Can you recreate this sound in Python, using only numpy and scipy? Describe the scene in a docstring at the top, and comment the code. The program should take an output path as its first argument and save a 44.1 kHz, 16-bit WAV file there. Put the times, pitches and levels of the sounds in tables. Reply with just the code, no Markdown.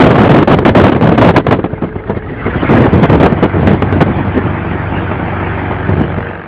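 """Floatplane taxiing, door open

A four-cylinder engine idles, then is throttled up: crank drone, exhaust puffs, rasp, cowling knocks, hum.
Gusts of propeller wash hit the microphone and overload it. Shallow water washes along the float.
A small camera narrows the band; the sound fades at the end."""
import sys
import numpy as np
from scipy import signal
from scipy.fft import rfft, irfft, next_fast_len
from scipy.io import wavfile
from scipy.ndimage import uniform_filter1d, map_coordinates

SR = 44100
rng = np.random.default_rng(int(sys.argv[2]) if len(sys.argv) > 2 else 0)


def unload_audio(sound):
    """Save the sound as a 16-bit wav file, at the path given as the first command line argument."""
    columns = np.transpose(np.atleast_2d(sound))
    # keep every value between -1 and 1, then stretch to whole-number steps
    steps = np.round(np.clip(columns, -1, 1) * 32767)
    wavfile.write(sys.argv[1], SR, steps.astype(np.int16))


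N = 285710
TIME_S = np.arange(N) / SR

# crankshaft orders (multiple of turn rate [1], level [dB])
CRANK_ORDERS = [(1, -4.5), (1.5, -3), (2, 1.5), (2.5, -8), (3, -9.5), (3.5, -7), (4, -8.5), (6, -13),
                (8, -11.5), (10, -15.5), (12, -19.5)]
# slow changes in how loud the engine comes across (time [s], drone [dB], bark and rasp [dB])
ENGINE_PRESENCE = [(0, -4.5, -2), (1.4, -1, -3), (1.75, -1.5, -3), (2.5, -1, 0), (3.2, -2, -1.5),
                   (3.9, 1, -2.5), (4.45, -1, 0), (5.2, -1.5, .5), (5.6, -1.5, 2), (5.95, 0.5, -2.5),
                   (6.25, 0.5, 0), (6.48, -8.5, 0.5)]
# exhaust spectrum (frequency [Hz], density [dB])
EXHAUST_SPECTRUM = [(30, -18.5), (80, -6.5), (170, 3), (350, 4), (470, -8.5), (620, -1), (880, 0.5),
                    (1200, -6.5), (1600, -17), (2300, -11), (3200, -34), (5000, -43)]
# rasp spectrum (frequency [Hz], density [dB])
RASP_SPECTRUM = [(300, -22), (900, -11.5), (1250, 0.5), (1550, 1), (2050, -5), (2600, -9), (3200, -14),
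                 (4000, -29), (5000, -16.5)]
# knock envelope (time [s], level [dB])
KNOCK_LEVELS = [(2.2, -37.5), (2.8, -41), (5.5, -35), (6.1, -25), (6.3, -23)]
# cowling modes (frequency [Hz], level [dB], T60 [s])
COWLING_MODES = [(470, -6.5, 0.089), (610, -5.5, .04), (694, -2.5, 0.02), (1325, 2, 0.015),
                 (1572, -3, 0.025), (1710, 2.5, 0.014), (2760, -16.5, 0.012), (4020, -13, 0.0098)]
# propeller gusts (start [s], end [s], strength [dB])
PROP_GUSTS = [(0, 0.022, 2), (0.033, 0.145, -3.5), (0.154, 0.274, -3.5), (.29, 0.432, -3.5),
              (.474, 0.544, -2), (.586, 0.591, -4.5), (.614, 0.639, -12), (0.65, 0.697, -2),
              (0.749, 0.897, -3), (0.918, 0.926, -5.5), (0.947, .975, -9), (1.01, 1.148, -6),
              (1.177, 1.191, -3), (1.212, 1.307, -2), (1.339, 1.359, -8.5), (1.362, 1.386, 1),
              (1.466, 1.491, -6.5), (1.509, 1.542, -3), (1.586, 1.605, -11), (1.64, 1.654, -9),
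              (1.729, 1.737, -12), (1.82, 1.845, -10.5), (1.954, 1.964, -13.5), (2.095, 2.122, -10.5),
              (2.454, 2.473, -10.5), (2.69, 2.869, -6), (2.921, 3.001, -7.5), (3.029, 3.053, -2.5),
              (3.095, 3.16, -4), (3.199, 3.267, -2), (3.299, 3.341, -8), (3.425, 3.456, -4),
              (3.537, 3.597, -10.5), (3.624, 3.664, -9.5), (3.671, 3.675, 2.5), (3.69, 3.748, -5.5),
              (3.821, 3.823, -2), (3.924, 3.94, -5.5), (3.955, 3.981, -10), (4.005, 4.025, 0),
              (4.06, 4.114, -11.5), (4.192, 4.216, -12.5), (4.345, 4.384, -11), (4.447, 4.465, -11),
              (4.75, 4.766, -14), (5.881, 5.943, -9.5), (5.966, 6.053, -9.5), (6.172, 6.191, -10)]
# draught between gusts (time [s], level [dB])
DRAUGHT_LEVELS = [(0, -12), (1.3, -13.5), (1.7, -25.5), (1.95, -22.5), (2.3, -27.5), (2.8, -11), (3.4, -17),
                  (4.1, -17), (4.6, -28), (5.7, -29), (6.0, -18.5), (6.48, -33)]
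# eddy spectrum at 300 Hz nominal pitch (frequency [Hz], density [dB])
EDDY_SPECTRUM = [(20, -4.5), (150, 1), (300, -3), (500, -5.5), (900, -14), (1600, -22), (3000, -31.5),
                 (5000, -42)]
# bow wave spectrum (frequency [Hz], density [dB])
WATER_SPECTRUM = [(100, -5), (400, 18.5), (900, 8), (2000, -18.5), (3200, -21), (5000, -28)]
# camera response (frequency [Hz], gain [dB])
CAMERA_RESPONSE = [(20, -17.5), (45, -8.5), (90, 1.5), (2800, 0.5), (3400, 0.5), (4000, -7.5), (4700, -15),
                   (5100, -29), (5500, -73)]

# engine layer base gains (idle [dB], throttled up [dB], extra per unit strain [dB])
DRONE_DB = (-24.5, -17.5, 7.5)
BARK_DB = (-33, -22, 16)
RASP_DB = (-40.5, -26.5, -2.5)
CHIRP_DB = (-37, -34.5, 5)
HUM_DB = (-32.5, -47, 9.5)


def engine(idle_firing_hz=54, run_firing_hz=95, jitter=0.00498, flare_db=9, flare_s=2.563, flare_width_s=0.22):
    """Four cylinders, two firings a turn; the rasp throbs each turn and flares with the throttle push."""
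    throttle, speed = throttle_and_speed()
    strain = throttle - speed  # labours while gathering speed

    def gain(idle_db, open_db, strain_db):
        return amp(idle_db + (open_db - idle_db) * throttle + strain_db * strain)

    firing_hz = idle_firing_hz + (run_firing_hz - idle_firing_hz) * speed
    turns = np.cumsum(firing_hz * (1 + jitter * wobble(12))) / SR / 2
    rasp = gain(*RASP_DB) * coloured(patchy_noise(), RASP_SPECTRUM) + gain(*CHIRP_DB) * chirps()
    flare = amp(flare_db * np.exp(-((TIME_S - flare_s) / flare_width_s) ** 2))
    throb = unit(amp(0.5 * np.cos(2 * np.pi * turns)))
    drone_drift_db, growl_drift_db = curves(ENGINE_PRESENCE)
    growl = amp(growl_drift_db) * (gain(*BARK_DB) * exhaust_bark(turns) + rasp * flare * throb)
    drone = amp(drone_drift_db) * gain(*DRONE_DB) * crank_drone(turns)
    knocks = amp(curves(KNOCK_LEVELS)[0]) * cowling_knocks(turns)
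    hum = gain(*HUM_DB) * unit(np.sin(2 * np.pi * 16 * turns))
    return drone + growl + knocks + hum


def throttle_and_speed(push_s=(2.33, 2.73), lag_s=0.2):
    """Throttle ramp and lagging crank speed, both 0 (idle) to 1."""
    throttle = np.interp(TIME_S, push_s, [0, 1])
    pole = np.exp(-1 / (lag_s * SR))
    return throttle, signal.lfilter([1 - pole], [1, -pole], throttle)


def crank_drone(turns):
    """Low crank orders; the weak ones sway most in the moving air."""
    drone = np.zeros(N)
    for order, db in CRANK_ORDERS:
        sway_db = min(1.4 - db / 5, 3.2)
        gain = amp(db + sway_db * wobble(11))
        phase = 2 * np.pi * (order * turns + rng.random()) + 0.21 * sway_db * wobble(24)
        drone += gain * np.sin(phase)
    return unit(drone)


def exhaust_bark(turns, hiss_gain=1.72, ring_s=0.014, alternate_db=1.5, scatter_db=3):
    """One puff per firing: each cylinder rings the pipe its own way, with gas hiss on top."""
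    firings = np.flatnonzero(np.diff(np.floor(2 * turns)))
    t = np.arange(SR // 20) / SR
    pipes = rng.standard_normal((2, len(t)))  # one per cylinder pair
    rings = np.tile(pipes, (2, 1)) + 0.5 * rng.standard_normal((4, len(t)))
    cylinder = np.arange(len(firings)) % 4
    hiss = hiss_gain * rng.standard_normal((len(firings), len(t)))
    puffs = (rings[cylinder] + hiss) * np.exp(-t / ring_s)
    gains = amp(alternate_db * (cylinder % 2) + rng.normal(0, scatter_db, len(firings)))
    return coloured(overlap_add(firings, puffs * gains[:, None]), EXHAUST_SPECTRUM)


def chirps(low_hz=1200, high_hz=2200, width_s=0.014, fall_per_s=1.3, blur_rad=0.085, count=800):
    """Short, blurred, falling chirps that overlap in the rasp."""
    out = np.zeros(N + SR)
    t = np.arange(SR // 6) / SR - 1 / 12
    envelope = np.exp(-(t / width_s) ** 2)
    for when, height, size in rng.random((count, 3)):
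        hz = (low_hz + (high_hz - low_hz) * height) * np.exp(-fall_per_s * t)
        phase = 2 * np.pi * np.cumsum(hz) / SR + blur_rad * np.cumsum(rng.standard_normal(len(t)))
        at = int(when * (N + len(t)))
        out[at:at + len(t)] += amp(19 * size) * envelope * np.sin(phase)
    return unit(out[len(t):][:N])


def cowling_knocks(turns, scatter_db=2, detune=0.039, attack_s=0.00079):
    """One soft blow per turn rings the cowling; mode strengths vary per blow."""
    hits = np.flatnonzero(np.diff(np.floor(turns)))
    t = np.arange(SR // 20) / SR
    per_hit = lambda spread: rng.normal(0, spread, (len(hits), 1))
    rings = np.zeros((len(hits), len(t)))
    for hz, db, t60_s in COWLING_MODES:
        envelope = amp(db + per_hit(scatter_db) - 60 * t / t60_s)
        cycles = hz * t * (1 + per_hit(detune)) + per_hit(0.12)
        rings += envelope * np.sin(2 * np.pi * cycles)
    attack = 1 - np.exp(-(t / attack_s) ** 2)
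    return unit(overlap_add(hits, rings * attack))


def propeller_wash(eddy_hz=447, db_per_octave=13.5, mic_turn_s=(2.3, 2.9), trim_db=-0.5):
    """Fluttering gusts over a lumpy draught; stronger gusts sound higher."""
    gusts = np.zeros(N + SR)
    flutter = amp(3 * wobble(160) + 0.65 * wobble(50))
    for start_s, end_s, db in PROP_GUSTS:
        at = int(start_s * SR)
        turn_octaves = np.interp(start_s, mic_turn_s, [0, -0.5])  # microphone turns: eddies sound lower
        pitch_hz = eddy_hz * 2 ** (db / db_per_octave + turn_octaves)
        tilt_db_per_octave = 0.95 * min(db + 7, 0)  # weak gusts are round thuds
        puff = gust(end_s - start_s, pitch_hz, tilt_db_per_octave, flutter[at:])
        gusts[at:at + len(puff)] += amp(db + trim_db) * puff
    draught = unit(turbulence(N, pitch_hz=166) * amp(5.3 * wobble(35)))
    return gusts[:N] + amp(curves(DRAUGHT_LEVELS)[0]) * draught


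def gust(length_s, pitch_hz, tilt_db_per_octave, flutter, rise_s=0.0018, fall_s=0.0089, front_s=0.016):
    """Strikes with a front of small bright eddies, flutters, drops away."""
    length_s = max(length_s, rise_s)
    t = np.arange(int(length_s * SR) + SR // 25) / SR
    envelope = np.minimum(t / rise_s, 1) * np.exp(-np.maximum(t - length_s, 0) / fall_s)
    body = turbulence(SR // 2, pitch_hz, tilt_db_per_octave)[:len(t)]
    front = turbulence(SR // 2, pitch_hz * 2 ** 0.96, tilt_db_per_octave)[:len(t)]
    eddies = (body + amp(-4) * np.exp(-t / front_s) * front) * flutter[:len(t)]
    rms = np.sqrt(np.average(eddies ** 2, weights=envelope ** 2))
    return eddies * envelope / rms


def turbulence(samples, pitch_hz, tilt_db_per_octave=0, nominal_hz=300, port_hz=85):
    """Eddy pressure on the microphone: smaller eddies sound higher; the port sheds deep bass."""
    def response(hz):
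        port = hz ** 2 / np.sqrt(hz ** 4 + port_hz ** 4)
        treble_tilt = amp(tilt_db_per_octave * np.log2(np.hypot(1, hz / 900)))
        return gain_at(EDDY_SPECTRUM, hz * nominal_hz / pitch_hz) * port * treble_tilt

    return unit(filtered(rng.standard_normal(samples), response))


def bow_wave(level_db=-35, sway_db=0.98):
    """Water washing along the float."""
    return amp(level_db + sway_db * wobble(6.3)) * coloured(patchy_noise(), WATER_SPECTRUM)


def amp(db):
    """dB to gain."""
    return 10 ** (np.asarray(db) / 20)


def unit(x):
    """Scale to rms 1."""
    return x / np.sqrt(np.mean(x ** 2) + 1e-20)


def gain_at(points, hz):
    """Gain from (frequency [Hz], level [dB]) points, log axis."""
    points_hz, db = np.transpose(points)
    return amp(np.interp(np.log(hz + 1), np.log(points_hz + 1), db))


def curves(rows):
    """Per-sample curve for each column after time."""
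    times_s, *columns = np.transpose(rows)
    return [np.interp(TIME_S, times_s, column) for column in columns]


def wobble(rate_hz):
    """Smooth random curve, knots at rate_hz."""
    knots = rng.standard_normal(int(N * rate_hz / SR) + 4)
    return map_coordinates(knots, [TIME_S * rate_hz])


def overlap_add(starts, rows):
    """Sum the rows, each from its start sample."""
    indices = starts[:, None] + np.arange(rows.shape[1])
    return np.bincount(indices.ravel(), rows.ravel(), N)[:N]


def filtered(x, response):
    """Zero-phase filter, gain response(hz)."""
    size = next_fast_len(len(x) + 8192)
    return irfft(rfft(x, size) * response(np.fft.rfftfreq(size, 1 / SR)), size)[:len(x)]


def coloured(x, spectrum):
    """Shape by a spectrum, rms 1."""
    return unit(filtered(x, lambda hz: gain_at(spectrum, hz)))


def patchy_noise(depth_db=4):
    """White noise with random-gain patches, about 250 Hz by 45 ms."""
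    bins = signal.stft(rng.standard_normal(N), nperseg=512)[2]
    patches = uniform_filter1d(rng.standard_normal(bins.shape), size=3, axis=0)
    patches = uniform_filter1d(patches, size=8, axis=1)
    return unit(signal.istft(bins * amp(depth_db * unit(patches)), nperseg=512)[1][:N])


def saturated(x, ceiling, hardness):
    """Round off peaks at the ceiling."""
    return x / (1 + np.abs(x / ceiling) ** hardness) ** (1 / hardness)


def scene():
    """Engine, propeller wash and water; mono."""
    return (engine() + propeller_wash() + bow_wave())[None]


def record(dry, fade_s=(5.89, 6.74), cutoff_hz=15300):
    """Input overload, camera band, overshoot limiting, fade, low-pass."""
    x = saturated(dry[0], ceiling=0.91, hardness=19)
    x = filtered(x, lambda hz: gain_at(CAMERA_RESPONSE, hz))
    x = saturated(x, ceiling=0.95, hardness=60)
    x = x * np.interp(TIME_S, fade_s, [1, 0])
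    return filtered(x, lambda hz: hz < cutoff_hz)[None]


dry = scene()
out = record(dry)
unload_audio(out)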